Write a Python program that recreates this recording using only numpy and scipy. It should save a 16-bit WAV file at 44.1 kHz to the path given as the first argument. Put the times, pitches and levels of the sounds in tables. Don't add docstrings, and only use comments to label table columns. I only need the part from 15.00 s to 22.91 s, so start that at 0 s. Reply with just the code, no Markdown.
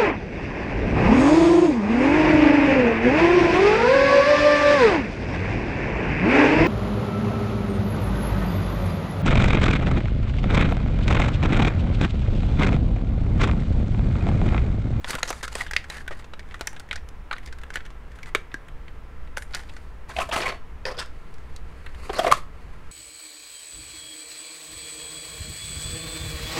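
import sys
import numpy as np
from scipy import signal
from scipy.fft import rfft, irfft, next_fast_len
from scipy.io import wavfile

SR = 44100
rng = np.random.default_rng(int(sys.argv[2]) if len(sys.argv) > 2 else 0)


def dump_mix(stems):
    frames = np.atleast_2d(stems).T
    limited = np.clip(frames, -1, 1)
    pcm = np.round(limited * 32767).astype(np.int16)
    wavfile.write(sys.argv[1], SR, pcm)


def makeup_ratio(level_db):
    decades = np.asarray(level_db, float) / 20
    return 10 ** decades


N = 348961

# pitch_hz, width_hz, level_db
CASE_MODES = [(820, 20, 14), (1250, 16, -43), (1650, 210, 13.5), (2050, 500, 5.5), (3470, 497, 14),
              (3635, 454, 14), (5000, 1130, -12), (7200, 39, -41)]
# pitch_hz, width_hz, level_db
TRAY_MODES = [(407, 98, -2), (670, 131, 1.5), (1100, 79, 1), (1610, 137, -1.5), (2120, 240, -5.5),
              (3220, 200, -8.5), (4455, 14, -13)]
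# frequency_hz, density_db (per Hz)
FRICTION_HISS = [(1760, 2), (3000, -1.5), (4830, 0), (5290, -7.5), (8050, -4), (11300, -2.5),
                 (16000, -11.5)]
TICK_HOLLOW_DB, TICK_CHATTER_S = -16, 0.0055
STROKE_SAMPLES = 6000


def rms_one(x):
    return x / np.sqrt(np.mean(x ** 2) + 1e-20)


def colour(x, spectrum):
    size = next_fast_len(len(x))
    hz = np.maximum(np.arange(size // 2 + 1) * SR / size, 1)
    points = np.array(spectrum)
    gain_db = np.interp(np.log(hz), np.log(points[:, 0]), points[:, 1])
    return irfft(rfft(x, size) * makeup_ratio(gain_db), size)[:len(x)]


def above(x, hz):
    return signal.sosfilt(signal.butter(2, hz, "high", fs=SR, output="sos"), x)


def resonate(x, hz, width):
    r = np.exp(-np.pi * width / SR)
    feedback = [1, -2 * r * np.cos(2 * np.pi * hz / SR), r * r]
    return signal.lfilter([(1 - r * r) / 2, 0, (r * r - 1) / 2], feedback, x)


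def resonate_twice(x, hz, width):
    return resonate(resonate(x, hz, width), hz, width)


def shell(x, modes, widen, shades_db):
    total = 0
    for k, ((hz, width, db), shade_db) in enumerate(zip(modes, shades_db)):
        total = total + (-1) ** k * makeup_ratio(db + shade_db) * resonate(x, hz, widen * width)
    return total


def place(hits, rows):
    out = np.zeros(N)
    for hit, row in zip(hits, rows):
        first = int(np.round(row[0] * SR))
        last = min(first + len(hit), N)
        out[first:last] += hit[:last - first]
    return out


def hump(length_s, rise):
    u = np.arange(STROKE_SAMPLES) / SR / length_s
    return np.minimum(u / rise, 1) * np.exp(-u ** 6)


def taps(rows):
    hits, t = [], np.arange(2048) / SR
    for s, peak_db, hz, bright_db, hollow_db, chatter_s in rows:
        grit = rng.standard_normal(len(t))
        shades_db = 3 * rng.standard_normal(len(CASE_MODES))
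        force = makeup_ratio(-17.5) * grit * np.abs(grit) * np.exp(-t / chatter_s)
        force[0] += 1
        main = rms_one(resonate(force, hz, 0.16 * hz))
        body = rms_one(above(shell(force, CASE_MODES, 4, shades_db), 900))
        hollow = rms_one(resonate(force, 620, 600))
        crack = rms_one(above(force * np.exp(-t / 0.0089), 1900))
        hit = main + makeup_ratio(-5) * body + makeup_ratio(hollow_db + 11) * hollow + makeup_ratio(bright_db) * crack
        hits.append(makeup_ratio(peak_db) * hit / np.abs(hit).max())
    return place(hits, rows)


def case_taps():
    # start_s, peak_db, pitch_hz, brightness_db, hollowness_db
    hollow_side = [(0.045, -18, 1350, -37, -5), (0.072, -37, 1530, -4, -12), (0.132, -18.5, 1190, -34, -11),
                   (0.152, -8, 1430, 3, -10), (0.23, -9.5, 1440, -25, -12.5), (.278, -28, 1620, -4, -16),
                   (0.304, -6, 1340, 13.5, 4.5), (0.431, -21, 1650, 15, 9), (.553, -11.5, 1650, 8, 1),
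                   (.9, -12, 1770, 3.5, -11.5), (1.111, -38, 1800, -23, 19), (1.244, -30, 1590, -25, -3),
                   (1.336, -25, 1350, -32, -10), (1.394, -27, 1840, -34, -14), (1.61, -10.5, 1380, 3.5, -5),
                   (1.958, -18.5, 1610, -32, -20), (2.526, -28.5, 1520, -30, -33),
                   (2.7704, -21.5, 1630, -17, -11), (3.3494, -4.5, 2280, -5, -21),
                   (3.3506, -14, 463, -30, -14), (3.5418, -18.5, 1850, 2, -40),
                   (4.3734, -19.5, 1480, -27, 14), (4.541, -23, 1450, -21, -30)]
    # start_s, peak_db, pitch_hz, brightness_db
    rim = [(0.108, -6, 1480, 7.5), (0.1407, -20.5, 1230, -19), (0.184, -25.5, 895, -23),
           (.328, -19, 1230, -26), (.479, -17, 1340, -6), (0.609, -22, 1750, -4), (.665, -24.5, 1660, -30),
           (0.711, -14, 1800, 1), (0.735, -11, 1650, -9), (0.764, -10, 1920, -30), (0.98, -32, 1650, -12),
           (1.0786, -17.5, 1520, -6), (1.543, -24.5, 1300, -14), (1.672, -5, 1710, 6.5),
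           (1.9111, -14.5, 2050, -18), (1.9291, -19, 1560, -19), (2.088, -26.5, 1000, 31),
           (2.312, -16, 1390, -30), (2.328, -16.5, 1230, -27), (2.365, -26.5, 1460, -30),
           (2.704, -23, 1580, -21), (2.74, -23.5, 2100, -4), (2.757, -9.5, 1610, -2),
           (3.231, -23.5, 2160, -4), (4.381, -24, 1520, -9), (4.422, -22, 1810, -2), (4.548, -7, 1480, 4),
           (5.8537, -19.5, 1800, -23), (6.563, -20, 4200, 7)]
    # start_s, peak_db, pitch_hz, brightness_db
    touches = [(.842, -30, 1730, -17), (1.224, -40, 1890, -27), (1.511, -33, 1960, -23),
               (1.522, -39, 1340, -17), (1.594, -29, 1500, 0), (1.73, -25.5, 870, 2),
               (1.7444, -40, 1580, -14.5), (1.764, -29.5, 1610, -30), (1.797, -22.5, 1420, 5.5),
               (1.977, -32, 1860, -16), (2.461, -23, 2180, 6), (2.474, -29.5, 1880, -20),
               (2.586, -30.5, 1580, 0), (2.635, -25.5, 1500, -3.5), (2.805, -32.5, 1540, -30),
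               (2.852, -34, 1420, -11), (2.8626, -31.5, 1670, -2), (2.904, -33, 1100, -31),
               (3.188, -30, 1470, -11), (3.259, -30, 1530, -7), (3.5167, -32.5, 2100, -35),
               (3.684, -30, 1580, -2), (3.881, -32.5, 1950, -28), (4.509, -34, 1580, 0),
               (4.595, -40, 1380, -19), (4.695, -33, 2670, -25), (4.766, -31.5, 1500, -22),
               (4.274, -41.5, 2000, -8), (6.3407, -31.5, 1570, 4), (6.863, -25.5, 1720, -6)]
    rows = [(*row, 0.0052) for row in hollow_side]
    rows += [(*row, -21, 0.0047) for row in rim]   # hollowness_db, chatter_s
    rows += [(*row, TICK_HOLLOW_DB, TICK_CHATTER_S) for row in touches]
    return taps(rows)


def nail_grazes():
    # start_s, peak_db
    grazes = [(0.211, -45), (0.41, -32), (0.529, -41), (1.007, -41), (1.501, -42), (1.889, -33.5),
              (2.382, -27), (2.432, -35), (2.486, -36), (2.615, -34), (2.666, -40), (3.117, -37),
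              (4.737, -39), (6.383, -37), (6.947, -32.5)]
    pitch_hz, bright_db = 1800, -4.5
    return taps([(*row, pitch_hz, bright_db, TICK_HOLLOW_DB, TICK_CHATTER_S) for row in grazes])


def hard_edge_snaps():
    # start_s, peak_db, pitch_hz, ring_s, brightness_db
    edges = [(3.3492, -12, 1200, 0.0017, -11), (3.35, -11.5, 2350, 0.0019, -17),
             (3.5428, -20.5, 1615, 0.0049, -30), (3.3595, -23, 1540, 0.0023, -30),
             (4.3685, -29, 2700, 0.0017, -20), (4.372, -15, 1560, 0.0019, -25),
             (4.3725, -20.5, 6000, 0.00053, -3), (4.38, -16, 2160, 0.0014, 8),
             (5.314, -36, 2920, .002, -15), (5.362, -24, 2820, 0.0022, -10),
             (5.404, -25, 3130, 0.0017, -12), (5.339, -20, 10000, .001, -6), (5.382, -29, 9000, .001, -6),
             (5.8541, -20, 4770, 0.0022, -5), (5.953, -36, 1280, 0.0033, -20),
             (4.4155, -32, 12000, 0.0003, 0), (5.97, -34, 4900, .0015, -8), (5.979, -30, 4750, 0.0013, -10),
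             (6.028, -32, 8000, .0005, 0), (6.037, -39, 2000, .002, -2), (6.061, -24, 5000, 0.00021, 21),
             (1.085, -45, 1500, 0.0022, -20), (1.159, -42, 1700, 0.0018, -3),
             (1.199, -42, 2030, 0.0016, -8), (1.406, -36, 1960, 0.0015, -10),
             (1.43, -41, 2200, 0.0012, -10), (3.543, -29.5, 293, 0.0066, -30),
             (7.0945, -23, 1100, 0.0014, -12),
             (0.0444, -22, 3500, 0.0013, -15), (0.074, -28, 1510, .002, -10),
                    (0.086, -26, 4440, 0.0011, -9), (.096, -25, 5730, .001, -8),
                    (0.107, -21.5, 4600, 0.0011, -6), (.195, -32, 7500, .0007, -4),
                    (.206, -28, 1300, 0.002, -16), (.215, -42, 3500, .001, 0),
                    (0.2267, -34, 2010, 0.0015, -11), (0.2314, -1.5, 4080, 0.0016, 12.5),
                    (0.2313, -8.5, 6700, 0.0011, 4), (.259, -35, 7200, .0006, -3),
                    (.278, -26, 5530, 0.0012, -8), (0.305, -18.5, 1410, 0.002, -12),
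                    (0.433, -18, 6500, 0.00047, 1), (.53, -29, 7200, .001, -9), (.554, -16, 8120, .001, -4),
                    (.6, -28, 1860, .002, -12), (.652, -40, 2800, .001, -6), (0.7656, 0, 2500, 0.00036, -2),
                    (0.768, -14, 4670, 0.0008, -15), (0.902, -27.5, 3960, 0.0032, -10),
                    (0.984, -29.5, 1740, 0.0022, -15), (1.065, -38, 1530, 0.0022, -12),
                    (1.09, -30, 1670, 0.0017, -20), (1.674, -12, 5830, 0.00086, 0),
                    (1.96, -29.5, 5700, 0.0014, -6), (2.333, -24.5, 3930, 0.0011, -6),
                    (4.553, -19, 4400, 0.00066, -6), (4.594, -37, 4000, .0015, -10),
                    (4.614, -38, 9000, .0004, 0), (4.738, -38, 7000, 0.00028, 2)]
    rows = edges
    hits, click = [], np.eye(1, 1024)[0]
    for s, peak_db, hz, ring_s, bright_db in rows:
        tone = resonate(click, hz, 1 / (np.pi * ring_s))
        hit = tone / np.abs(tone).max() + makeup_ratio(bright_db) * above(click, 2500)
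        hits.append(makeup_ratio(peak_db) * hit / np.abs(hit).max())
    return place(hits, rows)


def strokes(rows, rise_db_per_s, fall_db_per_s):
    t = np.arange(0, N, 64) / SR
    start, hold, db, hiss_db = np.transpose(rows)[:, :, None]
    early, late = np.maximum(start - t, 0), np.maximum(t - start - hold, 0)
    level = db - rise_db_per_s * early - fall_db_per_s * late
    return [np.interp(np.arange(N) / SR, t, v.max(axis=0)) for v in (level, level + hiss_db)]


def drift(rate):
    r = np.exp(-2 * np.pi * rate / SR)
    return rms_one(signal.lfilter([1], [1, -2 * r, r * r], rng.standard_normal(N + SR))[SR:])


def rubbing(shell_db, hiss_db, modes, per_s, uneven_db, flutter_db):
    sizes = makeup_ratio(uneven_db * np.minimum(rng.exponential(1, N), 5)) * rng.choice([-1, 1], N)
    caught = rng.random(N) < per_s / SR
    grains = sizes * caught * makeup_ratio(flutter_db * drift(45)) + 1e-18
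    body = rms_one(shell(grains, modes, 4, np.zeros(len(modes))))
    return makeup_ratio(shell_db) * body + makeup_ratio(hiss_db) * rms_one(colour(grains, FRICTION_HISS))


def finger_rubbing():
    # start_s, hold_s, shell_db, hiss_over_shell_db
    rubs = [(.09, 0.019, -47, 11), (.26, 0.02, -50.5, 8), (.53, 0.075, -52.5, 10.5),
            (.75, 0.0095, -54.5, 8), (.92, 0.057, -53.5, 6.5), (1.16, 0.016, -56, 5.5),
            (1.45, 0.33, -56, -9), (2.36, 0.086, -63, 3), (2.72, .03, -64, 1), (3.1, 0.14, -68, 6),
            (4.56, 0.0049, -42, 2.5)]
    levels = strokes(rubs, rise_db_per_s=318, fall_db_per_s=200)
    fine = rubbing(*levels, CASE_MODES, per_s=3500, uneven_db=3.5, flutter_db=5)
    crackle = rubbing(*levels, CASE_MODES, per_s=250, uneven_db=2.0, flutter_db=7.0)
    return fine + makeup_ratio(-30) * crackle


def scrapes(rows, squeal_hz, squeal_width, damping, broad_db, hiss_db, rise):
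    hits = []
    for s, db, hz, bright_db, length_s in rows:
        grit = rng.standard_normal(STROKE_SAMPLES)
        grit = grit * np.abs(grit)
        tone = rms_one(resonate(grit, hz, damping * hz))
        low = tone + makeup_ratio(broad_db) * rms_one(resonate(grit, 1330, 450))
        squeal = rms_one(resonate_twice(grit, squeal_hz, squeal_width))
        high = squeal + makeup_ratio(hiss_db) * rms_one(colour(grit, FRICTION_HISS))
        hits.append(makeup_ratio(db) * hump(length_s, rise) * (rms_one(low) + makeup_ratio(bright_db) * high))
    return place(hits, rows)


def hand_scrapes():
    # start_s, rms_db, pitch_hz, brightness_db, length_s
    rows = [(.076, -46, 1470, -2.5, 0.04), (.141, -44, 1300, -21, 0.018), (.186, -45, 1100, -6, 0.015),
            (.275, -47.5, 1500, 1, 0.029), (.333, -60, 1230, 1.5, 0.082), (.428, -33.5, 1566, -12, 0.029),
            (.547, -53, 1270, -1, 0.08), (.604, -27, 1940, -21.5, 0.018), (.908, -49, 1650, -13, 0.1),
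            (1.108, -37.5, 1885, -33, 0.031), (2.737, -50, 1850, -9, 0.034), (3.269, -45, 1970, -18, 0.03)]
    return scrapes(rows, 6260, 11000, damping=0.022, broad_db=-2.0, hiss_db=11, rise=0.01)


def rasps(rows):
    hits = []
    for s, db, hz, width, length_s in rows:
        lumpy = rng.standard_normal(STROKE_SAMPLES) ** 3
        hits.append(makeup_ratio(db) * hump(length_s, 0.045) * rms_one(resonate_twice(lumpy, hz, width)))
    return place(hits, rows)


def hand_rasps():
    # start_s, rms_db, pitch_hz, width_hz, length_s
    rows = [(.183, -36, 1300, 700, 0.0093), (.288, -34.5, 6100, 1500, 0.021), (.433, -41, 3580, 900, 0.018),
            (.592, -46, 2400, 1510, 0.014), (.608, -27.5, 2050, 350, 0.0073), (.68, -46, 3050, 900, 0.018),
            (.77, -37, 1980, 900, 0.014), (.91, -46, 2100, 900, 0.042), (.95, -43, 1800, 600, 0.038),
            (1.005, -40.5, 1690, 500, 0.011), (1.108, -37, 504, 300, 0.022),
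            (1.675, -32, 2250, 1200, 0.0074), (2.316, -41, 1560, 400, 0.014),
            (2.333, -35, 1540, 500, 0.013), (2.455, -48.5, 3980, 4000, 0.013),
            (2.733, -42, 1900, 800, 0.012), (2.759, -35, 1800, 700, .012), (4.535, -41, 1500, 700, 0.0082),
            (4.535, -40, 4160, 1500, 0.014), (4.552, -36, 1890, 700, 0.013),
            (4.688, -53, 2840, 2000, 0.017)]
    return rasps(rows)


def tray_knocks():
    # start_s, peak_db, pitch_hz, brightness_db, length_s
    bumps = [(0.144, -22.5, 168, -34, 0.0022), (5.161, -23.5, 717, -36, 0.023),
             (5.1855, -14.5, 670, -45, 0.0066), (5.201, -18, 1130, -31, 0.03),
             (5.289, -22, 670, -35, 0.012), (5.362, -16, 662, -29, 0.038), (5.413, -24, 880, -16, 0.0094),
             (5.487, -23, 1140, -5, 0.0084), (5.8525, -22.5, 512, -56, 0.0087),
             (5.909, -27, 474, -49, 0.018), (5.973, -29, 450, -39, 0.012), (7.186, -15, 1390, -22, 0.004),
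             (7.19, -7, 670, -38, 0.011)]
    # start_s, peak_db, pitch_hz, brightness_db, length_s
    slams = [
        (7.3143, -1, 1150, -30, .0045),
        (7.321, 5, 1140, -36, .0058),
    ]
    # start_s, peak_db, pitch_hz, brightness_db, length_s
    shoves = [(5.092, -27.5, 980, -29, 0.0068), (5.31, -26, 954, -47, 0.025),
              (5.323, -17.5, 670, -29, 0.03), (5.377, -21, 1020, -22, 0.018),
              (5.454, -19.5, 1100, -31, 0.023), (5.858, -25, 519, -51, 0.042),
              (5.997, -42, 1340, -23, 0.0063), (7.093, -22, 746, -53, 0.015), (7.094, -19, 446, -53, 0.014),
              (7.244, -9, 684, -52, 0.0096), (7.264, -10, 700, -41, 0.0092), (7.273, -13, 690, -38, 0.012),
              (7.305, -18, 590, -49, 0.0071)]
    rows = []
    for contacts, rise in ((bumps, 0.14), (slams, 0.4), (shoves, 0.24)):
        rows += [(*row, rise) for row in contacts]
    hits, t = [], np.arange(STROKE_SAMPLES) / SR
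    for s, peak_db, hz, bright_db, length_s, rise in rows:
        grit, pressure = rng.standard_normal(STROKE_SAMPLES), hump(length_s, rise)
        rough = makeup_ratio(-11.5) * grit * np.abs(grit) * pressure
        rough[0] += makeup_ratio(-15) / rise
        wander = min(6 * length_s, .11) * np.cumsum(grit)
        slips = np.sin(2 * np.pi * hz * t + wander) * pressure
        main = rms_one(resonate(slips + .5 * rough, hz, hz))
        body = rms_one(shell(rough, TRAY_MODES, 4, np.zeros(len(TRAY_MODES))))
        hit = main + makeup_ratio(-9) * body + makeup_ratio(bright_db + 25.5) * rms_one(above(rough, 4900))
        hits.append(makeup_ratio(peak_db) * hit / np.abs(hit).max())
    return place(hits, rows)


def loose_lid(struck):
    # pitch_hz, width_hz, level_db
    lid_modes = [(1085, 7, -6), (1185, 6, -6), (1281, 8, -3), (3350, 30, -12)]
    return makeup_ratio(-7.5) * shell(struck, lid_modes, 0.66, np.zeros(len(lid_modes)))


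def tray_slides():
    # start_s, hold_s, shell_db, hiss_over_shell_db
    slides = [
        (5.09, 0.17, -49.5, 3.5),
        (5.188, 0.017, -28, -13),
        (5.316, 0.095, -30, -7),
        (5.415, 0.1, -29.5, -14),
        (5.86, 0.18, -46.5, -13),
        (7.13, 0.18, -38.5, -2),
        (7.28, 0.099, -42.5, 4.5),
    ]
    levels = strokes(slides, rise_db_per_s=2000, fall_db_per_s=443)
    return rubbing(*levels, TRAY_MODES, per_s=3000, uneven_db=3.2, flutter_db=4.2)


def tray_scrapes():
    # start_s, rms_db, pitch_hz, brightness_db, length_s
    rows = [(5.095, -37.5, 1100, -43, 0.029), (5.322, -25, 1370, -22, 0.03), (5.416, -32, 2280, -28, 0.027),
            (5.479, -34.5, 1960, -21, 0.027), (5.856, -44.5, 1510, 4, 0.04), (5.91, -46.5, 1170, -1, 0.018),
            (5.967, -47, 1300, -15, 0.055), (5.986, -33, 1310, -1.5, 0.021), (6.01, -35, 1360, -24, 0.024),
            (4.245, -70, 2010, 1, 0.012), (7.131, -33.5, 886, -22, 0.011), (7.159, -32, 630, -13, 0.062),
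            (7.329, -36.5, 2070, -20, 0.026)]
    return scrapes(rows, 4900, 1400, damping=0.44, broad_db=-22.0, hiss_db=-0.5, rise=0.13)


def tray_rasps():
    # start_s, rms_db, pitch_hz, width_hz, length_s
    rows = [(5.313, -29, 2830, 490, 0.013), (5.326, -36, 4260, 500, 0.015), (5.413, -36, 5000, 1500, 0.012),
            (5.421, -28.5, 2540, 700, 0.0092), (5.457, -24, 2190, 450, 0.016),
            (5.483, -37, 4440, 248, 0.022), (5.858, -39.5, 930, 149, 0.049), (5.86, -37, 1800, 600, 0.032),
            (4.369, -38.5, 10500, 4000, 0.02), (5.982, -34, 3440, 900, 0.028),
            (5.986, -40.5, 8300, 1500, 0.028), (4.422, -44, 9900, 5000, 0.016),
            (7.14, -45, 4400, 400, 0.0064), (7.153, -38, 4300, 500, 0.026), (7.187, -30, 1410, 500, 0.019),
            (7.188, -28, 3220, 500, 0.011), (7.242, -43, 3300, 800, 0.024), (7.261, -25.5, 434, 200, 0.028),
            (7.27, -25, 1100, 400, 0.019), (7.264, -31.5, 2070, 600, 0.032), (7.292, -29, 484, 250, 0.015),
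            (7.312, -18, 2050, 500, 0.006), (7.314, -26, 3360, 500, 0.0092),
            (5.165, -31.5, 2550, 1200, 0.009), (5.2, -33.5, 2800, 700, 0.012),
            (5.216, -30, 2570, 500, 0.0078)]
    return rasps(rows)


def desk_top(tray):
    pressure = np.minimum(np.abs(tray), 0.063)
    return makeup_ratio(0.5) * resonate(pressure, 150, 90)


def sleeve_brush():
    # start_s, hold_s, dull_db, hiss_over_dull_db
    passes = [
        (4.68, 0.15, -60, 1.5),
        (6.15, 0.4, -60, -4),
        (6.7, 0.3, -55.5, -5),
        (7.05, 0.05, -46.5, -0.5),
        (7.55, 0.51, -58.5, -4),
    ]
    levels = strokes(passes, rise_db_per_s=114, fall_db_per_s=96)
    return rubbing(*levels, TRAY_MODES, per_s=20000, uneven_db=2, flutter_db=1.5)


def bedroom(x):
    t60_s, first_echo_s, wall_cut_hz = .22, .004, 16000
    t = np.arange(SR // 2) / SR
    echoes = rng.standard_normal(len(t)) * makeup_ratio(-60 * t / t60_s) * (t > first_echo_s)
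    echoes = signal.sosfilt(signal.butter(1, wall_cut_hz, fs=SR, output="sos"), echoes)
    return makeup_ratio(-5.5) * signal.fftconvolve(x, echoes / np.sqrt(np.sum(echoes ** 2)))[:N]


def air():
    # frequency_hz, density_db (per Hz)
    ventilation = [(2.4, 7.5), (4.0, 1), (19, -2), (37, -11.5), (65, -8), (89, -20.5), (330, -31.5),
                   (647, -35), (1020, -34.5), (1250, -35), (1390, -38.5), (1600, -36.5), (2040, -38.5),
                   (4500, -55), (14900, -67.5)]
    # pitch_hz, width_hz, rms_db
    fan_hums = [(34.6, 19, -48), (53, 21.4, -48.5), (143.7, 24, -58.5), (450, 71, -61.5), (1023, 51, -66.5),
                (1340, 77, -64.5)]
    total = makeup_ratio(-35) * rms_one(colour(rng.standard_normal(N), ventilation))
    white = rng.standard_normal(N)
    for hz, width, db in fan_hums:
        total = total + makeup_ratio(db) * rms_one(resonate_twice(white, hz, width))
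    return total


def arm_lean():
    at_s, length_s, push_hz = 14, 0.14, 42
    t = np.arange(N) / SR - at_s
    return makeup_ratio(-48) * np.exp(-(t / length_s) ** 2) * rms_one(resonate(rng.standard_normal(N), push_hz, 15))


def scene():
    hands = case_taps() + nail_grazes() + hard_edge_snaps()
    hands = hands + finger_rubbing() + hand_scrapes() + hand_rasps() + sleeve_brush()
    struck = tray_knocks()
    tray = struck + loose_lid(struck) + tray_slides()
    desk = desk_top(tray)
    tray = tray + tray_scrapes() + tray_rasps()
    muffled = 0.34 * np.tanh(tray / 0.34)
    echoes = bedroom(makeup_ratio(-11.5) * hands + makeup_ratio(-5.5) * muffled + desk)
    things = hands + tray + desk + echoes
    mic = signal.butter(2, 7450, fs=SR, output="sos")
    return (signal.sosfilt(mic, things) + air() + arm_lean())[None]


def low_pass(x):
    return signal.sosfilt(signal.butter(12, 16790, fs=SR, output="sos"), x)


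def record(dry):
    rounded = dry / (1 + (np.abs(dry) / .98) ** 6) ** (1 / 6)
    top_cut = signal.ellip(6, .5, 22, 15650, fs=SR, output="sos")
    return low_pass(signal.sosfilt(top_cut, rounded))


dry = scene()
out = record(dry)
dump_mix(out)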